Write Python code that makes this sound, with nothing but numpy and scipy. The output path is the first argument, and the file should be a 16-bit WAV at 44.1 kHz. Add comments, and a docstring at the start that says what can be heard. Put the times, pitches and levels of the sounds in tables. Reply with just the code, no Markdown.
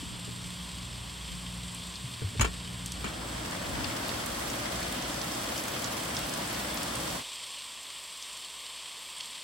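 """Heavy rain from two microphones laid over each other: one in a yard, one in stereo in a room.
Throughout: bright mono rain (band noise with splash flares), faint tones and, panned, the cracks of big drops.
From the start, in the room: a fan (beating sines over air noise) and hand rumble. A door is gripped
(ringing blows, low thuds), unlatched near 2.4 s and swung open from 2.9 to 4 s onto wide, full rain.
At 7.2 s the room sound is cut off abruptly; yard rain and big drops go on."""
import sys
import numpy as np
from scipy import signal
from scipy.fft import rfft, irfft, next_fast_len
from scipy.io import wavfile
from scipy.ndimage import uniform_filter1d

SR = 44100
rng = np.random.default_rng(int(sys.argv[2]) if len(sys.argv) > 2 else 0)


def wav_out(sig):
    """Save sig, one row per channel (or a flat mono array), as 16-bit PCM at SR to the path in sys.argv[1]."""
    wavfile.write(sys.argv[1], SR, np.round(np.clip(np.atleast_2d(sig).T, -1, 1) * 32767).astype(np.int16))


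N = 415863
T_S = np.arange(N) / SR
SWING_START_S, SWING_END_S = 2.925, 3.97


def undb(db):
    """Decibels to an amplitude factor."""
    return 10 ** (np.asarray(db) / 20)


def curve(rows):
    """Interpolates (t/s, level/dB) rows to one level a sample."""
    time_s, level_db = np.transpose(rows)
    return np.interp(T_S, time_s, level_db)


def colour(x, points, peaks=()):
    """Shapes flat sound to a spectrum, linear in log f, plus resonances; rms 1."""
    size = next_fast_len(N)
    f_hz = np.fft.rfftfreq(size, 1 / SR)
    point_hz, point_db = np.transpose(points)
    shape_db = np.interp(np.log(f_hz + 1), np.log(point_hz), point_db)
    for mid_hz, width_hz, peak_db in peaks:
        shape_db = shape_db + peak_db * 2 ** -(2 * (f_hz - mid_hz) / width_hz) ** 2
    y = irfft(rfft(x, size) * undb(shape_db), size)[:N]
    return y / y.std()


def walk(rate_hz):
    """Random levels held 1 / rate_hz and slewed twice; spread near 1."""
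    hold = int(SR / rate_hz)
    steps = np.repeat(rng.standard_normal(N // hold + 1), hold)
    smooth = uniform_filter1d(uniform_filter1d(steps, hold), hold)
    return np.sqrt(2) * smooth[:N]


def add(out, x, start_s, pan_db):
    """Mixes in a short sound; pan_db is left minus right."""
    i = int(start_s * SR)
    out[:, i:i + x.shape[-1]] += x * undb(np.array([[pan_db], [-pan_db]]) / 2)


def patter(per_s, near_db, spread_db, splash_s, flicker_db, count):
    """Flat noise of countless far drops; nearer splashes flare up over a few neighbouring octave bands."""
    size = next_fast_len(N)
    octave = np.log2(np.fft.rfftfreq(size, 1 / SR) / 250 + 1e-9).clip(0, 6)
    noise = rfft(rng.standard_normal((count, size)))
    when, big, place = rng.random((4000, 3)).T
    heard = np.arange(4000) < per_s * N / SR
    splash = heard * undb(near_db + spread_db * big ** 2)
    fall = np.exp(-1 / (splash_s * SR))
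    out = 0
    for k in range(7):
        # most splashes sit in the treble: small drops
        share = np.exp(-((k - 6.3 + 3.2 * place ** 0.59) / 1.2) ** 2)
        onsets = np.bincount((when * N).astype(int), splash * share, N)
        flare = signal.lfilter([1], [1, -fall], onsets)
        swell = undb(flicker_db * k / 6 * walk(14)) + flare  # flicker grows from none in the lowest band
        band = irfft(noise * (1 - np.abs(octave - k)).clip(0), size)[:, :N]
        out = out + swell * band
    return out


def gap():
    """How far the door stands open, 0 to 1, linear in time."""
    return np.interp(T_S, (SWING_START_S, SWING_END_S), (0, 1))


def fan():
    """Motor lines that throb by beating with close neighbours and waver, over a rumble of air."""
    # air spectrum, common to both ears: f/Hz, relative density/dB
    air_mid = [(20, -48), (40, -10.5), (60, -4.5), (80, -3.5), (100, -7), (180, -6.5), (230, -10.5),
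               (300, -12.5), (340, -20), (800, -22.5), (2000, -25), (5000, -75)]
    # air spectrum, opposite in the ears: f/Hz, relative density/dB
    air_side = [(18, -41), (30, -15), (62, -10), (209, -17), (359, -5), (433, -15), (475, -11),
                (848, -16.5), (1760, -13), (2600, -27), (3380, -73), (5720, -120)]
    # air, common part: t/s, rms level/dB
    air_level = [(0, -47), (2, -48.5), (3.4, -44), (7.3, -50.5)]
    # motor lines: f/Hz, rms level door shut/dB, neighbour offset/Hz, neighbour re line/dB,
    # both in step at t/s, change with door open/dB
    motor_lines = [(58.6, -52, .55, -1, 1.25, -4), (118.32, -52, 1.62, -2, .34, -2.5),
                   (178.76, -49.5, .89, -7, .47, -6)]
    mid = colour(rng.standard_normal(N), air_mid)
    side = undb(-5.5) * colour(rng.standard_normal(N), air_side)
    out = undb(curve(air_level)) * np.array([mid + side, mid - side])
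    for hz, db, beat_hz, near_db, step_s, open_db in motor_lines:
        phase = 2 * np.pi * (hz * T_S + rng.random())
        neighbour = undb(near_db) * np.sin(phase + 2 * np.pi * beat_hz * (T_S - step_s))
        level_db = db + open_db * gap() + 0.6 * walk(6.5)
        out = out + np.sqrt(2) * undb(level_db) * (np.sin(phase) + neighbour)
    return out


def hand():
    """The hand shifts on the housing: swells of 45-130 Hz rumble, unrelated left and right."""
    # shifts: centre t/s, rms level at the height/dB, length between 1/e points/s
    shifts = [(0.083, -45, 0.2), (0.307, -46, 0.081), (0.468, -50, 0.13), (.95, -57, .3),
              (1.337, -45, 0.093), (2.45, -43, 0.15), (3.08, -56, 0.43), (3.78, -43, 0.26),
              (4.15, -53, .12), (4.5, -53, .12)]
    band = signal.butter(2, [45, 130], "bandpass", fs=SR, output="sos")
    rumble = signal.sosfilt(band, rng.standard_normal((2, N)))
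    swell = sum(undb(db) * np.exp(-(2 * (T_S - s) / length_s) ** 2) for s, db, length_s in shifts)
    return rumble / rumble.std() * swell


def yard():
    """Thin, bright rain coloured by the microphone housing, and faint tones; the same in both ears."""
    # rain spectrum ahead of the housing: f/Hz, relative density/dB
    yard_spectrum = [(30, -50), (55, -15), (90, -23), (160, -14.5), (430, -16), (780, -17.5), (1500, -14.5),
                     (1850, -10), (2500, -5.5), (4500, -4.5), (6100, -12), (8800, -7.5), (9600, -18),
                     (11500, -22.5), (15800, -28)]
    # rain: t/s, rms level/dB
    yard_level = [(0, -43.5), (3, -43.5), (7.2, -40), (7.6, -42.5), (9.43, -42.5)]
    # housing resonances: f/Hz, width/Hz, gain/dB (a dip is negative)
    housing = [(585, 210, 6), (1036, 376, 13), (3250, 650, 5), (4010, 230, -2.5), (6780, 450, -8.5),
               (7520, 940, 4), (8460, 490, 3.5), (10410, 420, 7), (12800, 800, 7.5), (14250, 250, -8),
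               (14600, 260, 0)]
    # faint steady tones: f/Hz, rms level/dB
    yard_tones = [(59.2, -74), (107.7, -79)]
    far_and_near = patter(60, -10.5, 13.0, 0.0037, 0.69, count=1)[0]
    rain = colour(far_and_near, yard_spectrum, housing) * undb(curve(yard_level))
    tones = sum(np.sqrt(2) * undb(db) * np.sin(2 * np.pi * hz * T_S) for hz, db in yard_tones)
    return rain + tones


def door():
    """Short rattles ring the latch metal; the leaf swells into low decaying thuds in its frame."""
    # latch and handle modes: f/Hz, level/dB ahead of the blow's tilt, t60/s
    latch_modes = [(298, -10, 0.034), (430, 0, 0.026), (1130, 1, 0.022), (1420, 9.5, 0.0083),
                   (1800, 8.5, 0.0084), (2350, 8, 0.017), (2700, 5, 0.017), (3020, 7, 0.0092),
                   (4080, -1.5, 0.011), (5210, -3, 0.0094), (6840, 6, 0.0079), (7750, 3, 0.0016),
                   (10800, -24, 0.011)]
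    # blows: t/s, peak level ahead of panning/dB, brightness/(dB per octave re 2 kHz), rattle time/s
    blows = [(.272, -35.5, -15, .006), (2.213, -29.5, -10, 0.0078), (2.348, -32.5, -12, 0.0044),
             (2.396, -16, 4, 0.0006), (2.397, -21.5, -2, .0035), (2.408, -12, 6, 0.0055),
             (2.424, -18, -3, 0.0055), (2.443, -16, 0, 0.0057), (2.46, -28, -5, 0.012),
             (3.042, -21, -1, 0.0028), (3.049, -27, -3, 0.012)]
    # leaf thuds: t/s, peak level ahead of panning/dB, f/Hz
    thuds = [(.028, -35.5, 272), (0.275, -43, 255), (2.041, -32.5, 129), (2.217, -31.5, 132),
             (2.24, -24.5, 95.6), (2.362, -32, 88), (2.391, -19, 103.7), (2.399, -26.5, 227),
             (2.41, -22, 57.6), (2.433, -39, 195), (3.047, -33, 220)]
    rise_cycles, t60_cycles = 0.38, 13.7  # thud
    out, t = np.zeros((2, N)), np.arange(8000) / SR
    for s, db, bright_db, rattle_s in blows:
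        ring = np.zeros(8000)
        for hz, mode_db, t60_s in latch_modes:
            mode_gain = undb(mode_db + bright_db * np.log2(hz / 2000))
            ring += mode_gain * np.sin(2 * np.pi * hz * t) * 1000 ** (-t / t60_s)
        # bare contact noise: 17 dB at a 1 ms rattle; longer rattles ring more
        crack_db = 17 - 5.5 * np.log2(rattle_s * 1000)
        contact = np.clip(.5 - bright_db / 9, 0, .9)  # dull blows touch longer
        ring[:8] += undb(crack_db) * contact ** np.arange(8)
        rattle = rng.standard_normal((3, 8000)) * t * np.exp(-t / rattle_s)
        # one shared rattle, one for each ear
        ears = rattle[0] + 1.9 * rattle[1:]
        hit = signal.fftconvolve(ears, ring[None], axes=1)[:, :8000]
        add(out, undb(db) * hit / np.abs(hit).max(), s, pan_db=2.2)
    for s, db, hz in thuds:
        rise = (1 - np.exp(-hz * t / rise_cycles)) ** 2
        thud = rise * 1000 ** (-hz * t / t60_cycles) * np.sin(2 * np.pi * hz * t)
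        add(out, undb(db) * thud / np.abs(thud).max(), s, pan_db=.6)
    return out


def drops():
    """Each big drop close by is a tick, a crack of noise and weak spray, all in its own band."""
    # big drops: t/s, peak level ahead of panning/dB, lowest f/Hz, highest f/Hz, left minus right/dB
    big_drops = [(0.092, -36, 5200, 9500, 2), (1.747, -30, 7400, 9800, 1), (1.956, -28.5, 3650, 5500, 5),
                 (2.860, -23, 3000, 10300, 0), (2.920, -25, 3500, 9400, -0.5), (3.511, -30, 3000, 11600, 5),
                 (3.844, -25, 2400, 4600, 13), (4.083, -31, 9300, 15500, 0), (4.092, -26, 2500, 4970, 10),
                 (4.261, -27, 6400, 12500, -2), (4.482, -34, 6600, 15500, -2), (4.5, -29, 5000, 7500, 1),
                 (4.722, -33, 7700, 15500, -4), (4.803, -33, 5200, 14800, 1), (4.828, -27, 2300, 6000, -2),
                 (4.867, -29, 2180, 4400, 12), (4.925, -30, 7800, 11900, -4), (5.023, -28, 5000, 8000, 0),
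                 (5.095, -33, 3800, 9700, -3), (5.215, -27, 4100, 6370, -6), (5.537, -35, 2300, 6300, 7),
                 (5.564, -31, 4500, 5600, 0), (5.578, -26, 4300, 7500, 0), (5.638, -29, 6600, 9600, 1),
                 (5.682, -24, 3000, 12500, 4), (5.718, -31, 4100, 15500, 2), (5.843, -24, 4200, 7200, -7),
                 (6.035, -26.5, 6100, 11600, -7), (6.167, -21.5, 4200, 6560, -5),
                 (6.191, -27, 4700, 15500, -7), (6.267, -32, 9600, 15500, -1), (6.294, -24, 4700, 9700, -3),
                 (6.338, -25, 5300, 8900, -6), (6.476, -29, 6890, 9700, 0), (6.528, -32, 9100, 13500, -2),
                 (6.547, -25, 2200, 5500, 0), (6.593, -32, 9900, 13500, 0), (6.743, -30, 9600, 15300, 0),
                 (6.773, -26, 3800, 6500, 0), (6.831, -23.5, 4200, 11600, 1),
                 (6.954, -27.5, 7000, 10100, 0), (7.518, -36, 6700, 9300, 0), (7.831, -35, 4400, 9300, 0),
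                 (8.225, -28, 3600, 7000, 0), (8.374, -32, 2800, 9300, 0), (8.992, -35, 3300, 9900, 0),
                 (9.183, -29.5, 7400, 9300, 0), (9.207, -25, 2490, 5130, 0), (9.258, -30, 7200, 9600, 0)]
    rise_s, crack_t60_s = .0003, .012
    spray_db, spray_t60_s, tick_db = -15, .12, 9
    out, t = np.zeros((2, N)), np.arange(2000) / SR
    spray = undb(spray_db) * 1000 ** (-t / spray_t60_s)  # droplets falling back
    tick = undb(tick_db) * (t == 0)  # first contact
    envelope = np.minimum(t / rise_s, 1) * (1000 ** (-t / crack_t60_s) + spray)
    for s, db, low_hz, high_hz, pan_db in big_drops:
        band = signal.butter(2, [low_hz, high_hz], "bandpass", fs=SR, output="sos")
        crack = signal.sosfilt(band, rng.standard_normal(2000) * envelope + tick)
        add(out, undb(db) * crack / np.abs(crack).max(), s, pan_db)
    return out


def doorway():
    """Full, wide rain, louder as a power of the gap; a narrow gap lets less treble in."""
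    # rain spectrum, common to both ears: f/Hz, relative density/dB
    door_mid = [(20, -42), (53, -7.5), (150, -1.5), (310, 2.5), (400, -7.5), (570, -2), (850, -6.5),
                (1100, -5.5), (2000, -12), (3300, -21), (5500, -20), (8500, -28), (10700, -22.5),
                (13000, -31), (15500, -25.5)]
    # rain spectrum, opposite in the ears: f/Hz, relative density/dB
    door_side = [(24, -45), (214, -15), (627, 5.5), (1200, -3), (1750, -1), (2300, -6.5), (3100, -7.5),
                 (3800, -11), (5600, -10.5), (6700, -14.5), (9400, -16.5), (12000, -24.5), (14000, -16.5),
                 (15800, -35)]
    echo_s, echo_share = 0.00088, 0.42
    open_db, gap_power, side_db = -37.5, 0.45, -2
    wide_treble_db, narrow_treble_db, treble_rise_db_per_s = 3, -5.5, 0.25
    mid, side = patter(70, -8.0, 12.6, 0.0059, 1.5, count=2)
    # door frame: a short echo of the lower rain, equally strong but opposite in the ears
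    low = signal.butter(1, 1600, fs=SR, output="sos")
    echo = signal.sosfiltfilt(low, np.roll(mid, int(echo_s * SR)))
    side = side - echo_share * echo
    mid, side = colour(mid, door_mid), undb(side_db) * colour(side, door_side)
    both = np.array([mid + side, mid - side])
    treble = signal.sosfilt(signal.butter(1, 4000, "highpass", fs=SR, output="sos"), both)
    since_open_s = np.maximum(T_S - SWING_END_S, 0)
    # the rain sharpens once the door is wide open
    treble_db = wide_treble_db + narrow_treble_db * (1 - gap()) + treble_rise_db_per_s * since_open_s
    return undb(open_db) * gap() ** gap_power * (both + (undb(treble_db) - 1) * treble)


def scene():
    """Yard rain and big drops all along; the room sound is cut off abruptly, within 0.08 s."""
    cut = np.interp(T_S, (7.16, 7.24), (1, 0))
    room = fan() + hand() + door() + doorway()
    return yard() + drops() + cut * room


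def record(dry):
    """The recorder cuts the top: a steep low-pass at 15.85 kHz."""
    return signal.sosfilt(signal.ellip(10, .2, 80, 15850, fs=SR, output="sos"), dry)


dry = scene()
out = record(dry)
wav_out(out)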